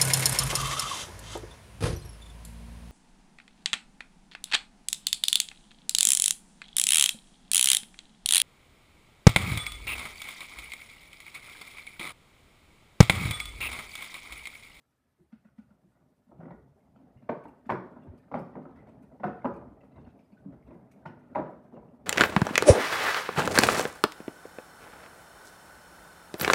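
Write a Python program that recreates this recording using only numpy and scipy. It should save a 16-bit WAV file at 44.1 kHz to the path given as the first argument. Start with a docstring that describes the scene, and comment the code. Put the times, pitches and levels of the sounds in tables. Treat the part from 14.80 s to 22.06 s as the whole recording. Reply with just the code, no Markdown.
"""Knocks of a wet load in a front-loading washing machine, at the start of a wash turn in a small hard room.
Each fall is a cluster of impacts that excites damped drum and door modes, a cabinet swing and a wet smack.
Thumps are decaying tub oscillations, creaks are harmonics of uneven slips, gulps and drips are gliding notes.
Splashes, sprays and churning are shaped noise; patter and trickle are random trains of short rising notes.
A banded echo, room rumble and microphone hiss lie beneath; the microphone is close to the machine."""
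import sys
import numpy as np
from scipy import signal
from scipy.fft import rfft, irfft
from scipy.io import wavfile
from scipy.ndimage import uniform_filter1d

SR = 44100
rng = np.random.default_rng(int(sys.argv[2]) if len(sys.argv) > 2 else 0)


def output_pcm(signal):
    """Save a mono or channel-first signal as 16-bit PCM at the path in sys.argv[1].

    Samples are clipped to [-1, 1] before scaling.
    """
    pcm = np.clip(np.atleast_2d(signal).T, -1, 1) * 32767
    wavfile.write(sys.argv[1], SR, np.round(pcm).astype(np.int16))


N = 320166


def gain_of(db):
    """Level law: decibels to amplitude."""
    return 10 ** (np.asarray(db) / 20)


def evened(x):
    """Power normalization: scales to rms 1."""
    return x / np.sqrt(np.mean(x ** 2) + 1e-20)


def peaked(x):
    """Peak normalization: scales to peak 1."""
    return x / (abs(x).max() + 1e-20)


def blow(x):
    """Energy normalization: scales a short sound to the energy of 10 ms at rms 1."""
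    return x * np.sqrt(SR / 100) / (np.linalg.norm(x) + 1e-20)


def read(points, hz):
    """Interpolation of a table on a logarithmic frequency axis."""
    f, value = np.transpose(points)
    return np.interp(np.log(hz + 1), np.log(f + 1), value)


def add(mix, s, sound):
    """Superposition: adds a sound at a moment."""
    part = mix[round(s * SR):][:len(sound)]
    part += sound[:len(part)]


def coloured(x, spectrum):
    """Linear filtering: weights the components of a signal by a spectrum."""
    weights = gain_of(read(spectrum, np.fft.rfftfreq(len(x), 1 / SR)))
    return irfft(rfft(x) * weights, len(x))


def slow_random(shape, size):
    """Low-pass random modulation: white noise averaged twice over size samples, at rms 1."""
    once = uniform_filter1d(rng.standard_normal(shape), size=size)
    return evened(uniform_filter1d(once, size=size))


def random_patches(shape, bands, frames):
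    """Correlated fluctuation: random values averaged over neighbouring bands and frames, at rms 1."""
    across = uniform_filter1d(rng.standard_normal(shape), size=bands, axis=0)
    return evened(uniform_filter1d(across, size=frames, axis=1))


def fluttering(shape):
    """Random amplitude modulation: a quick tremble that blurs a note."""
    return 1 + .55 * slow_random(shape, 70)


def noise(spectrum, patchy_db, flicker_db, size=512):
    """Modulated noise: random short-time spectra with drifting patches and a flicker shared by all bands."""
    shape = size // 2 + 1, 4 * N // size + 5
    a, b = rng.standard_normal((2, *shape))
    patches = random_patches(shape, 4, 12)
    flicker = evened(uniform_filter1d(rng.standard_normal(shape[1]), size=10))
    z = (a + 1j * b) * gain_of(patchy_db * patches + flicker_db * flicker)
    modulated = signal.istft(z, nperseg=size, noverlap=3 * size // 4)[1][:N]
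    return evened(coloured(modulated, spectrum))


def patchy(x):
    """Time-frequency modulation: breaks a hiss into narrow patches that come and go."""
    z = signal.stft(x, nperseg=256)[2]
    depth_db = 5
    z *= gain_of(depth_db * random_patches(z.shape, 2, 7))
    return signal.istft(z, nperseg=256)[1][:len(x)]


# Room noise and microphone hiss spectra: pitch_hz [Hz], level_db [dB per Hz]
AIR_SPECTRUM = [(12, -47), (20, -12), (85, 0), (1100, -7), (1570, -15), (1670, -9), (1970, -12.5),
                (2430, -15.5), (3000, -21.5), (3900, -26), (6600, -120)]
HISS_SPECTRUM = [(1500, -16), (3000, -2.5), (5000, -3), (7000, -5), (9000, -4), (11000, -5.5), (13500, -6),
                 (15000, -14)]
AIR_DB, HISS_DB, WHINE_DB, WHINE_HZ = -82, -88.5, -103, 9000


def quiet():
    """Stationary noise floor: room noise, microphone hiss and a faint electric whine of narrow-band noise."""
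    whine_band = [(WHINE_HZ - 25, -40), (WHINE_HZ, 0), (WHINE_HZ + 25, -40)]
    whine = evened(coloured(rng.standard_normal(N), whine_band))
    hiss = noise(HISS_SPECTRUM, patchy_db=1.5, flicker_db=1.0)
    air = noise(AIR_SPECTRUM, patchy_db=1.5, flicker_db=.6)
    return gain_of(AIR_DB) * air + gain_of(HISS_DB) * hiss + gain_of(WHINE_DB) * whine


# Reverberation time of the room: pitch_hz [Hz], t60_s [s]
ROOM_T60 = [(60, 0.65), (250, 0.27), (700, 0.39), (1100, 0.5), (1600, 0.51), (2500, 0.33), (4000, 0.67),
            (8000, 0.25)]
# Strength of the echo: pitch_hz [Hz], level_db [dB]
ECHO_COLOUR = [(40, -34.5), (100, -3.5), (170, 9), (250, 8), (380, 2.5), (600, -4.5), (1500, -3.5),
               (2300, -6), (4000, -9), (12000, -4)]


def room(x):
    """Reverberation: sparse taps of random sign, each band decaying at its own rate; three tails take turns."""
    out, turn = np.zeros(N), np.pi * np.arange(N) / SR * 1.7
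    for k in range(3):
        taps, slots = np.zeros(SR), np.arange(400, SR - 20, 20)
        taps[slots + rng.integers(0, 20, len(slots))] = rng.choice([-1., 1.], len(slots))
        hz, t, z = signal.stft(taps, SR, nperseg=512)
        t60 = read(ROOM_T60, hz)[:, None]
        z *= gain_of(read(ECHO_COLOUR, hz)[:, None] - 60 * t / t60)
        z *= np.sqrt(20 * 6 * np.log(10) / SR / t60)  # energy 1 before the colour
        z *= gain_of(0.49 * random_patches(z.shape, 4, 3))  # random unevenness of the tail
        tail = signal.istft(z, SR, nperseg=512)[1]
        share = np.sqrt(2 / 3) * np.cos(turn + k * np.pi / 3)  # the three powers sum to 1
        out += signal.fftconvolve(x * share, tail)[:N]
    return out


# Churning water and cloth: start_s [s], wash_db [dB], rumble_db [dB]
CHURN_LEVELS = [(0.0, -83, -85.5), (0.69, -77, -69), (0.97, -72.5, -69.5), (1.47, -71, -83.5),
                (1.58, -58, -62), (1.66, -51, -65), (1.78, -66.5, -56), (2.04, -63, -70), (2.75, -62, -67),
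                (3.07, -52, -63.5), (3.5, -59.5, -72), (3.75, -49, -57), (4.29, -59.5, -66),
                (4.83, -54.5, -55.5), (4.99, -59, -69.5), (5.24, -55, -55), (5.4, -59, -76),
                (5.84, -58.5, -57), (6.132, -56, -63.5), (7.26, -57.5, -66)]
# Spectra of wash, fine splashing and deep rumble: pitch_hz [Hz], level_db [dB per Hz]
WASH_SPECTRUM = [(59, -34.5), (100, -6.5), (220, -1.5), (255, 3), (327, -11), (451, -9), (486, -15),
                 (605, -8.5), (966, -20), (1190, -26.5), (1710, -38), (2320, -39.5), (3300, -53),
                 (4290, -94), (7260, -120)]
FIZZ_SPECTRUM = [(2000, -9), (3000, 1), (4500, -8), (6500, -11.5), (9000, -31.5)]
RUMBLE_SPECTRUM = [(12, -52), (30, -18), (70, -1), (103, -14), (130, 0), (170, -17.5), (290, -120)]
FIZZ_DB = -38.5  # re the wash
SURGE_DB, SURGE_RISE_S, SURGE_T60_S = -25, 0.031, 0.33  # dB re the drum, before rise and decay


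def churn():
    """Turbulent noise: a wash with fine splashing that heaves after each blow, and a turning-drum rumble."""
    s, wash_db, rumble_db = np.transpose(CHURN_LEVELS)
    t = np.arange(N) / SR
    level = gain_of(np.interp(t, s, wash_db))
    for blow_s, drum_db, *_ in KNOCKS:
        surge = gain_of(drum_db + SURGE_DB - 60 * t[:SR] / SURGE_T60_S)
        add(level, blow_s, surge * np.minimum(t[:SR] / SURGE_RISE_S, 1))
    wash = noise(WASH_SPECTRUM, patchy_db=1.5, flicker_db=2.5)
    wash = wash + gain_of(FIZZ_DB) * noise(FIZZ_SPECTRUM, patchy_db=1.5, flicker_db=4.5)
    rumble = noise(RUMBLE_SPECTRUM, patchy_db=2.5, flicker_db=2.5, size=1024)
    return level * wash + gain_of(np.interp(t, s, rumble_db)) * rumble


# Water running down the drum wall: start_s [s], level_db [dB]
TRICKLE_LEVELS = [(0.0, -89.5), (1.54, -95), (1.68, -92), (2.12, -89), (3.09, -75.5), (3.34, -81),
                  (3.5, -76.5), (3.72, -76), (4.2, -81), (4.45, -85), (4.63, -66), (4.79, -80),
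                  (5.68, -88.5), (6.09, -82.5), (6.49, -76.5), (7.26, -88)]
# Strength of its drops: pitch_hz [Hz], level_db [dB]
TRICKLE_TONE = [(1200, 6), (2000, 0), (2800, -12.5), (4500, -19)]
TRICKLE_PER_S = 290  # drops a second, about the average


def trickle():
    """Clustered random process: many small drops, each a few decaying cycles of rising pitch."""
    s, db = np.transpose(TRICKLE_LEVELS)
    clumps = gain_of(6 * slow_random(N, 900)) / 1.3  # mean near 1
    size = gain_of(3. * np.minimum(rng.exponential(1, N), 3))
    size = size * (rng.random(N) < TRICKLE_PER_S * clumps / SR)
    kind, t, out = rng.integers(0, 30, N), np.arange(1500) / SR, np.zeros(N)
    for k, hz in enumerate(np.geomspace(1200, 4500, 30)):
        turns = hz * t
        drop = turns * np.exp(-turns / 5.0) * np.sin(2 * np.pi * turns * (1 + 0.0013 * turns))
        drop = gain_of(read(TRICKLE_TONE, hz)) * drop / np.linalg.norm(drop)
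        out += signal.oaconvolve(size * (kind == k), drop)[:N]
    return gain_of(np.interp(np.arange(N) / SR, s, db)) * evened(out)


# Drips ringing inside the drum: start_s [s], level_db [dB], pitch_hz [Hz], length_s [s]
DRIPS = [(5.117, -83, 3950, 0.021), (5.158, -80, 3880, .025), (5.181, -86, 3600, 0.062),
         (5.186, -77, 2700, .035), (5.245, -81, 4300, 0.025), (5.3, -84, 3800, .025),
         (5.44, -86, 4870, 0.056), (5.517, -83, 4450, 0.028), (5.519, -78.5, 2280, 0.033),
         (5.582, -87, 3600, 0.022), (5.93, -72, 2060, 0.039), (6.968, -84, 2830, 0.025)]
DRIP_RISE = 0.019  # fraction of the pitch gained over a drip


def drips():
    """Bubble resonance: a small bubble rings one unsteady note that rises a little and dies."""
    out = np.zeros(N)
    for s, db, hz, length in DRIPS:
        u = np.linspace(0, 1, round(length * SR))
        wobble = .4 * uniform_filter1d(rng.standard_normal(len(u)), size=200)
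        note = np.sin(2 * np.pi * np.cumsum(hz * (1 + DRIP_RISE * u + wobble)) / SR)
        add(out, s, gain_of(db) * np.sin(np.pi * np.sqrt(u)) ** 2 * fluttering(len(u)) * note)
    return out


# Strength of the pats after a blow: pitch_hz [Hz], level_db [dB]
PATTER_TONE = [(250, -1.5), (600, -0.5), (1200, -6.5), (2000, -23.5), (3000, -38.5)]
PATTER_DB, PATTER_PER_S, PATTER_T60_S = -19.5, 210, 0.53  # dB re the drum, before rise and decay


def patter():
    """Random impact train: cloth and water keep falling after each blow in short pats, a few of them large."""
    level, t, out = np.zeros(N), np.arange(SR) / SR, np.zeros(N)
    for s, drum_db, *_ in KNOCKS:
        decay = gain_of(drum_db + PATTER_DB - 60 * t / PATTER_T60_S)
        add(level, s, decay * np.minimum(t / 0.053, 1))
    size = gain_of(4. * np.minimum(rng.exponential(1, N), 4)) * (rng.random(N) < PATTER_PER_S / SR)
    kind = rng.integers(0, 24, N)
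    for k, hz in enumerate(np.geomspace(250, 3000, 24)):
        turns = hz * t[:1500]
        pat = turns * np.exp(-turns / 1.47) * np.sin(2 * np.pi * turns * (1 + .02 * turns))
        pat = gain_of(read(PATTER_TONE, hz)) * pat / np.linalg.norm(pat)
        out += signal.oaconvolve(size * (kind == k), pat)[:N]
    return level * evened(out)


# Spray thrown on the door glass: start_s [s], level_db [dB before rise and decay]
SPRAYS = [(0.782, -59), (2.156, -64), (2.635, -49.5), (2.678, -54), (2.858, -56.5), (2.897, -42.5),
          (3.23, -59), (3.374, -53.5), (3.54, -57), (3.588, -47), (4.085, -58.5), (4.221, -54),
          (4.437, -51.5), (4.648, -48), (4.733, -51), (4.759, -54.5), (5.037, -59), (5.399, -60),
          (5.872, -63), (6.111, -47.5), (6.252, -56), (6.389, -57), (6.545, -51), (6.698, -60)]
# Its spectrum: pitch_hz [Hz], level_db [dB per Hz]
SPRAY_SPECTRUM = [(1200, -27), (2400, 15), (3300, -6.5), (5000, -4.5), (7000, -7.5), (9400, -6.5),
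                  (13000, -10.5), (15000, -22)]
SPRAY_RISE_S, SPRAY_T60_S = .009, 0.093


def sprays():
    """Decaying noise bursts: short puffs of fine hiss."""
    out, t = np.zeros(N), np.arange(8192) / SR
    for s, db in SPRAYS:
        hiss = peaked(patchy(coloured(rng.standard_normal(8192), SPRAY_SPECTRUM)))
        add(out, s, gain_of(db - 60 * t / SPRAY_T60_S) * np.minimum(t / SPRAY_RISE_S, 1) * hiss)
    return out


# Water thrown up by a blow: start_s [s], level_db [dB before rise and decay], t60_s [s]
SPLASHES = [(0.5225, -68.5, 0.23), (0.6464, -79, 0.21), (0.7795, -70, 0.2), (0.9014, -83, 0.23),
            (1.602, -81, 0.25), (1.6531, -77, 0.2), (1.704, -78, 0.19), (2.1585, -79, 0.25),
            (2.4223, -79, 0.49), (2.492, -60.5, 0.27), (2.8546, -68, 0.26), (2.8974, -46, 0.19),
            (3.2674, -78, 0.22), (3.515, -67.5, 0.25), (3.5409, -56.5, 0.35), (3.956, -75, 0.25),
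            (4.0674, -71, 0.28), (4.398, -73, 0.28), (4.4344, -54, 0.28), (4.6471, -58.5, 0.25),
            (5.0312, -77, 0.25), (5.1592, -78, 0.27), (5.2634, -71, 0.21), (5.387, -72, 0.25),
            (5.518, -74, 0.25), (5.7214, -77, 0.23), (5.8714, -74, 0.25), (5.9044, -74, 0.25),
            (6.2549, -53.5, 0.17), (6.5524, -57.5, 0.25), (6.5807, -66, 0.36), (6.9632, -74, 0.18)]
# Its spectrum: pitch_hz [Hz], level_db [dB per Hz]
SPLASH_SPECTRUM = [(900, -10), (1800, 0.5), (2600, 6), (3100, -5), (3600, -5.5), (4000, -12), (4400, -6),
                   (4900, -9.5), (5350, -8.5), (6000, -16.5), (8000, -25.5), (15000, -31)]
SPLASH_RISE_S = .006


def splashes():
    """Exponentially decaying noise: wet spatter bursts with a blow and thins out."""
    out, t = np.zeros(N), np.arange(12288) / SR
    for s, db, t60 in SPLASHES:
        spatter = evened(patchy(coloured(rng.standard_normal(len(t)), SPLASH_SPECTRUM)))
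        spatter = spatter / np.sqrt(2)  # the power of a sine of peak 1
        add(out, s, gain_of(db - 60 * t / t60) * np.minimum(t / SPLASH_RISE_S, 1) * spatter)
    return out


# Gulps, and at 6.568 s a drum ring near 600 Hz:
# start_s [s], level_db [dB], first_hz [Hz], last_hz [Hz], length_s [s]
GULPS = [(0.381, -63.5, 440, 292, 0.037), (0.987, -66.5, 687, 566, 0.033), (1.012, -66.5, 428, 294, 0.047),
         (1.508, -59, 800, 550, 0.047), (3.759, -46.5, 417, 592, 0.059), (5.647, -42.5, 292, 245, 0.03),
         (6.568, -28.5, 643.6, 594, 0.064), (6.927, -45, 445, 674, 0.086)]


def gulps():
    """Frequency and amplitude modulation: a gliding, unsteady resonant note."""
    out = np.zeros(N)
    for s, db, first_hz, last_hz, length in GULPS:
        count = round(length * SR)
        turns = np.cumsum(np.geomspace(first_hz, last_hz, count)) / SR
        a, b = .35 * slow_random((2, count), 150)
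        note = (1 + a) * np.sin(2 * np.pi * turns) + b * np.cos(2 * np.pi * turns)
        add(out, s, gain_of(db) * peaked(note) * signal.windows.tukey(count, .7))
    return out


# Suspension creaks: start_s [s], level_db [dB], slip_hz [Hz], length_s [s], loudest_hz [Hz]
CREAKS = [(2.003, -68.5, 714, 0.032, 2080), (2.365, -62.5, 695, 0.057, 2270),
          (3.218, -61.5, 682, 0.06, 2680), (3.945, -62.5, 680, 0.19, 2060), (4.608, -58, 727, 0.07, 2050),
          (5.004, -60, 662, 0.032, 2280), (5.115, -68, 685, 0.028, 2390), (5.142, -65, 686, 0.048, 2100),
          (5.245, -66.5, 698, .04, 2750), (5.386, -72, 693, 0.02, 2400), (5.564, -57.5, 512, 0.04, 1510),
          (5.822, -61, 706, 0.024, 2100), (5.865, -68, 700, 0.023, 2800), (6.937, -73, 682, 0.067, 2050),
          (6.95, -69, 693, 0.029, 2760), (7.08, -70, 677, 0.027, 2730)]
CREAK_NARROW_DB = -100  # fall away from the loudest harmonic: dB per squared octave


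def creaks():
    """Stick-slip: quick uneven slips give a short stack of harmonics, of which one or two stand out."""
    out, k = np.zeros(N), np.arange(2, 9)[:, None]
    for s, db, hz, length, loudest_hz in CREAKS:
        t = np.arange(round(length * SR)) / SR
        wander = .35 * uniform_filter1d(rng.standard_normal(len(t)), size=300)
        turns = np.cumsum(hz * (1 + wander)) / SR
        weight_db = np.maximum(CREAK_NARROW_DB * np.log2(k * hz / loudest_hz) ** 2, -32)
        weight = gain_of(weight_db + 2 * rng.standard_normal((7, 1)))
        uneven = gain_of(3 * evened(uniform_filter1d(rng.standard_normal((7, len(t))), size=250)))
        harmonics = weight * uneven * fluttering((7, len(t))) * np.sin(2 * np.pi * k * turns)
        add(out, s, gain_of(db) * peaked(harmonics.sum(0)) * np.sin(np.pi * np.sqrt(t / t[-1])) ** 2)
    return out


# Soft falls that shake the tub: start_s [s], level_db [dB before rise and decay], pitch_hz [Hz]
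THUMPS = [(2.357, -36, 118), (2.495, -37.5, 114.5), (2.913, -24.5, 118), (3.271, -28.5, 100.6),
          (3.292, -29.5, 78.5), (3.548, -54, 103), (4.441, -54, 98.6), (4.648, -74, 112),
          (4.876, -35.5, 75), (5.16, -38, 79), (5.269, -40, 78), (6.273, -37, 113), (6.58, -43.5, 116),
          (6.997, -42, 55)]
THUMP_RISE_S, THUMP_T60_S = 0.013, 0.067


def thumps():
    """Damped mass on springs: the tub swings a few slow cycles."""
    out, t = np.zeros(N), np.arange(12000) / SR
    rise = np.sin(np.pi / 2 * np.minimum(t / THUMP_RISE_S, 1)) ** 2
    for s, db, hz in THUMPS:
        add(out, s, gain_of(db - 60 * t / THUMP_T60_S) * rise * np.sin(2 * np.pi * hz * t))
    return out


def ring(modes, push, place_db):
    """Modal excitation: overlapping stages of the push ring modes with freshly drawn weights and tunings."""
    hz, damping, db = np.transpose(modes)[:, :, None]
    t, out = np.arange(3072) / SR, 0
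    decay = 2 * np.pi * damping * t
    swing = decay * np.exp(-decay)  # damped panels swell, then die
    stage = np.clip((np.arange(len(push)) / SR - .025) / .018, 0, 3)
    for k, chance in enumerate(rng.standard_normal((4, 2, len(modes), 1))):
        weight = gain_of(db + place_db(hz) + 2.8 * chance[0])
        rings = weight * swing * np.sin(2 * np.pi * hz * (1 + .035 * chance[1]) * t)
        share = np.sqrt(np.maximum(1 - abs(stage - k), 0))
        out = out + signal.fftconvolve(rings.sum(0), push * share)
    return blow(out)


# Modes of drum and door: pitch_hz [Hz], damping_hz [Hz, decay rate over 2 pi], level_db [dB]
DRUM_MODES = [(151, 540, -30), (185, 29, -5), (260.5, 64, 1), (383.6, 74, 1.5), (463, 38.4, -5.5),
              (545, 40, -13.5), (609.7, 81.3, 4.5), (682, 39.4, -9), (742, 44, -8), (820.6, 96, -0.5),
              (933, 103, 0.5), (1107, 110, -6.5), (1144, 62, -10.5), (1297, 87, -3.5), (1475, 120, -18),
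              (1757, 81, -16.5)]
DOOR_MODES = [(1428, 59, 2), (1457, 140, 6), (1580, 190, -2), (1713, 220, 7.5), (1970, 172, 6.5),
              (2200, 62, -9.5), (2415, 310, -2), (2380, 820, -18), (2700, 240, -10.5), (3250, 940, 3),
              (3070, 580, -13.5)]
# First wet contact: pitch_hz [Hz], level_db [dB per Hz]
SMACK_SPECTRUM = [(200, -24), (500, 6.5), (900, 14), (1500, -7.5), (2400, -17.5), (3200, -45),
                  (6000, -73.5)]
# Blows of the load: start_s [s], drum_db [dB], drum_hz [Hz, middle of the modes struck], cabinet_db [dB],
# cabinet_hz [Hz], door_db [dB], contact_ms [ms]; levels are rms over 10 ms
KNOCKS = [(0.399, -87, 470, -58.5, 171, -84, 4.8), (0.522, -65, 1030, -43.5, 223, -65, 7.6),
          (0.646, -65.5, 1150, -52.5, 207, -66.5, 13), (0.779, -65, 1020, -42, 224, -66, 14),
          (0.902, -66, 860, -55, 204, -78, 15), (1.038, -85, 580, -59, 169, -95, 18),
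          (1.063, -81, 580, -61.5, 203, -90, 18), (1.105, -75, 800, -70, 235, -81, 40),
          (1.15, -68, 650, -67, 150, -74, 35), (1.205, -68.5, 700, -62.5, 175, -84, 27),
          (1.464, -79, 603, -62.5, 215, -93, 9.2), (1.485, -72, 684, -56, 219, -79, 21),
          (1.515, -55.5, 510, -57.5, 326, -82, 3.7), (1.584, -64, 500, -44, 163, -89, 11),
          (1.602, -47.5, 1030, -47, 156, -82, 16), (1.626, -55, 1200, -43.5, 169, -64, 17),
          (1.653, -53.5, 1290, -54, 171, -62, 3.1), (1.678, -50, 705, -48, 167, -80, 9.4),
          (1.706, -47.5, 700, -41.5, 167, -55, 4.8), (2.157, -59, 544, -52, 231, -77.5, 3),
          (2.224, -69, 542, -54.5, 272, -77, 6.3), (2.421, -60.5, 573, -49, 236, -72, 3.6),
          (2.491, -27.5, 760, -31.5, 238, -38.5, 4.9), (2.652, -45, 630, -49.5, 288, -58, 6.1),
          (2.856, -67, 830, -44, 235, -63.5, 7.9), (2.892, -29.5, 910, -43, 204, -35.5, 5.3),
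          (2.898, -26, 660, -53, 199, -33, 6.6), (3.159, -49.5, 835, -45.5, 243, -87, 18),
          (3.268, -55.5, 599, -40.5, 127.7, -66, 21), (3.514, -37.5, 514, -40, 264, -65, 28),
          (3.54, -28.5, 610, -32, 250, -45.5, 28.4), (3.754, -38.5, 485, -42, 185, -83, 45),
          (3.853, -47, 950, -42.5, 266, -75, 3.7), (3.957, -61, 527, -64, 260, -62, 37),
          (4.068, -56, 683, -60, 223, -65, 8.5), (4.228, -60, 600, -51.5, 216.7, -69, 17),
          (4.314, -53.5, 595, -57, 156, -73, 8.8), (4.398, -47.5, 514, -44.5, 215, -60, 6.9),
          (4.433, -35.5, 930, -58, 196, -43, 1.9), (4.439, -26, 826, -32.5, 166.6, -41, 4.4),
          (4.644, -29, 780, -23.5, 231.7, -47.5, 5.9), (4.654, -27.5, 700, -28, 239, -50, 8.7),
          (4.81, -48.5, 620, -62, 151, -79, 16), (5.033, -55.5, 446, -68, 240, -68, 2.9),
          (5.158, -53.5, 504, -57, 253, -65, 20), (5.18, -54, 630, -51, 217, -69, 2.3),
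          (5.264, -58.5, 598, -47, 253, -64, 9.9), (5.388, -68, 900, -61, 230, -77, 22),
          (5.519, -66.5, 616, -50.5, 213, -80, 9.2), (5.651, -58.5, 460, -38.5, 190, -85, 2.1),
          (5.676, -70, 462, -42, 174, -87, 5), (5.704, -64, 700, -63, 200, -76, 3.4),
          (5.722, -54.5, 650, -69, 183, -66, 11), (5.873, -55, 530, -49.5, 252, -65.5, 21),
          (5.905, -48, 540, -50, 255, -66, 44), (5.95, -66, 656, -48.5, 179, -80, 14),
          (6.255, -39.5, 884, -40, 163, -44, 5.5), (6.29, -52.5, 495, -45, 240, -60, 12),
          (6.549, -37.5, 797, -54, 248, -43, 4.4), (6.556, -25, 880, -36.5, 267, -42.5, 20.4),
          (6.582, -36, 650, -37, 271, -57, 12), (6.652, -55, 582, -52.5, 298, -57, 20),
          (6.843, -56, 655, -57.5, 196, -74, 20), (6.924, -49, 520, -46.5, 236, -74, 27),
          (6.964, -47, 620, -47, 162, -68, 5.5), (7.027, -54, 656, -71, 248, -73, 4.6),
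          (7.131, -60, 636, -51, 244, -81, 20)]
HEAVY_DB = -25  # drum level of a full fall of the load
BUILD_MS, BUILD_MS_PER_DB = 2.2, -.1  # a full fall builds up this long, lighter blows slower
SMACK_DB, SMACK_SLOPE, SMACK_MS = -2, .4, 2.45  # dB re the drum in a full fall, dB per dB, dying time
RAGGED_DB = 4  # the rest of the load lands in lumps
DOOR_LINGER_MS = 61  # the door keeps rattling: its share of the push grows by one in this time
SWELL_MS = 14  # the cabinet reaches its widest swing


def knocks():
    """Impact excitation: wet cloth lands as a cluster of impacts; the heavy cabinet swings a little later."""
    slaps, swings, ms = np.zeros(N), np.zeros(N), np.arange(4096) * 1000 / SR - 20
    after = np.maximum(ms - 2.5, 0)
    for s, drum_db, drum_hz, cabinet_db, cabinet_hz, door_db, contact_ms in KNOCKS:
        over_db = drum_db - HEAVY_DB
        rise = np.minimum(np.exp((ms - 2.5) / (BUILD_MS + BUILD_MS_PER_DB * over_db)), 1)
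        lumps = gain_of(RAGGED_DB * slow_random(4096, 200))
        rest = 0.17 * lumps * np.minimum(after / 14, 1) * np.exp(-after / 78.0)  # the rest follows
        force = rise * (np.exp(-after / np.minimum(contact_ms, 40)) + rest)
        force = force * np.minimum((ms[-1] - ms) / 25, 1) + 1e-9  # fade out at the end of the buffer
        spectrum = rfft(force * rng.standard_normal(4096))
        flat = irfft(spectrum / abs(spectrum))  # flatten the random spectrum
        push = uniform_filter1d(flat * np.sqrt(rise * force), size=8)  # soft contacts carry little treble

        drum = ring(DRUM_MODES, push, lambda hz: -4. * np.log2(hz / drum_hz) ** 2)
        door = ring(DOOR_MODES, push * (1 + after / DOOR_LINGER_MS), lambda hz: 0)
        contact = rng.standard_normal(4096) * rise ** 3 * np.exp(-after / SMACK_MS)
        smack = blow(coloured(contact, SMACK_SPECTRUM))
        smack_db = drum_db + SMACK_DB + SMACK_SLOPE * over_db  # lighter blows smack less
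        add(slaps, s - .02, gain_of(drum_db) * drum + gain_of(door_db) * door)
        add(slaps, s - .02, gain_of(smack_db) * smack)

        u = np.maximum(ms, 0) / SWELL_MS
        cycles = cabinet_hz * ms / 1000 + rng.random()
        swing = u ** 3 * np.exp(-1.5 * u ** 2) * np.sin(2 * np.pi * cycles)
        add(swings, s - .02, gain_of(cabinet_db) * blow(swing))
    return slaps, swings


CABINET_ECHO_DB, THUMP_ECHO_DB = -20, -4  # sent to the room: both are heard mostly from close by


def scene():
    """Superposition of direct sound, reverberation and background."""
    slaps, swings = knocks()
    tub = thumps()
    blows = slaps + splashes() + sprays() + creaks() + gulps() + drips() + patter() + trickle()
    echo = room(blows + gain_of(CABINET_ECHO_DB) * swings + gain_of(THUMP_ECHO_DB) * tub)
    return (blows + swings + tub + echo + churn() + quiet())[None]


OVERLOAD, EDGE_HZ = .19, 15250  # full-scale amplitude that rounded peaks approach; upper band limit


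def record(dry):
    """Band limiting and soft saturation: deep bass is lost, peaks are rounded, then the treble is cut."""
    thin = signal.sosfilt(signal.butter(2, 45, "high", fs=SR, output="sos"), dry)
    rounded = OVERLOAD * np.tanh(thin / OVERLOAD)
    band_limit = signal.firwin(511, EDGE_HZ, window=("kaiser", 9), fs=SR)[None]
    return signal.oaconvolve(rounded, band_limit, "same")


dry = scene()
out = record(dry)
output_pcm(out)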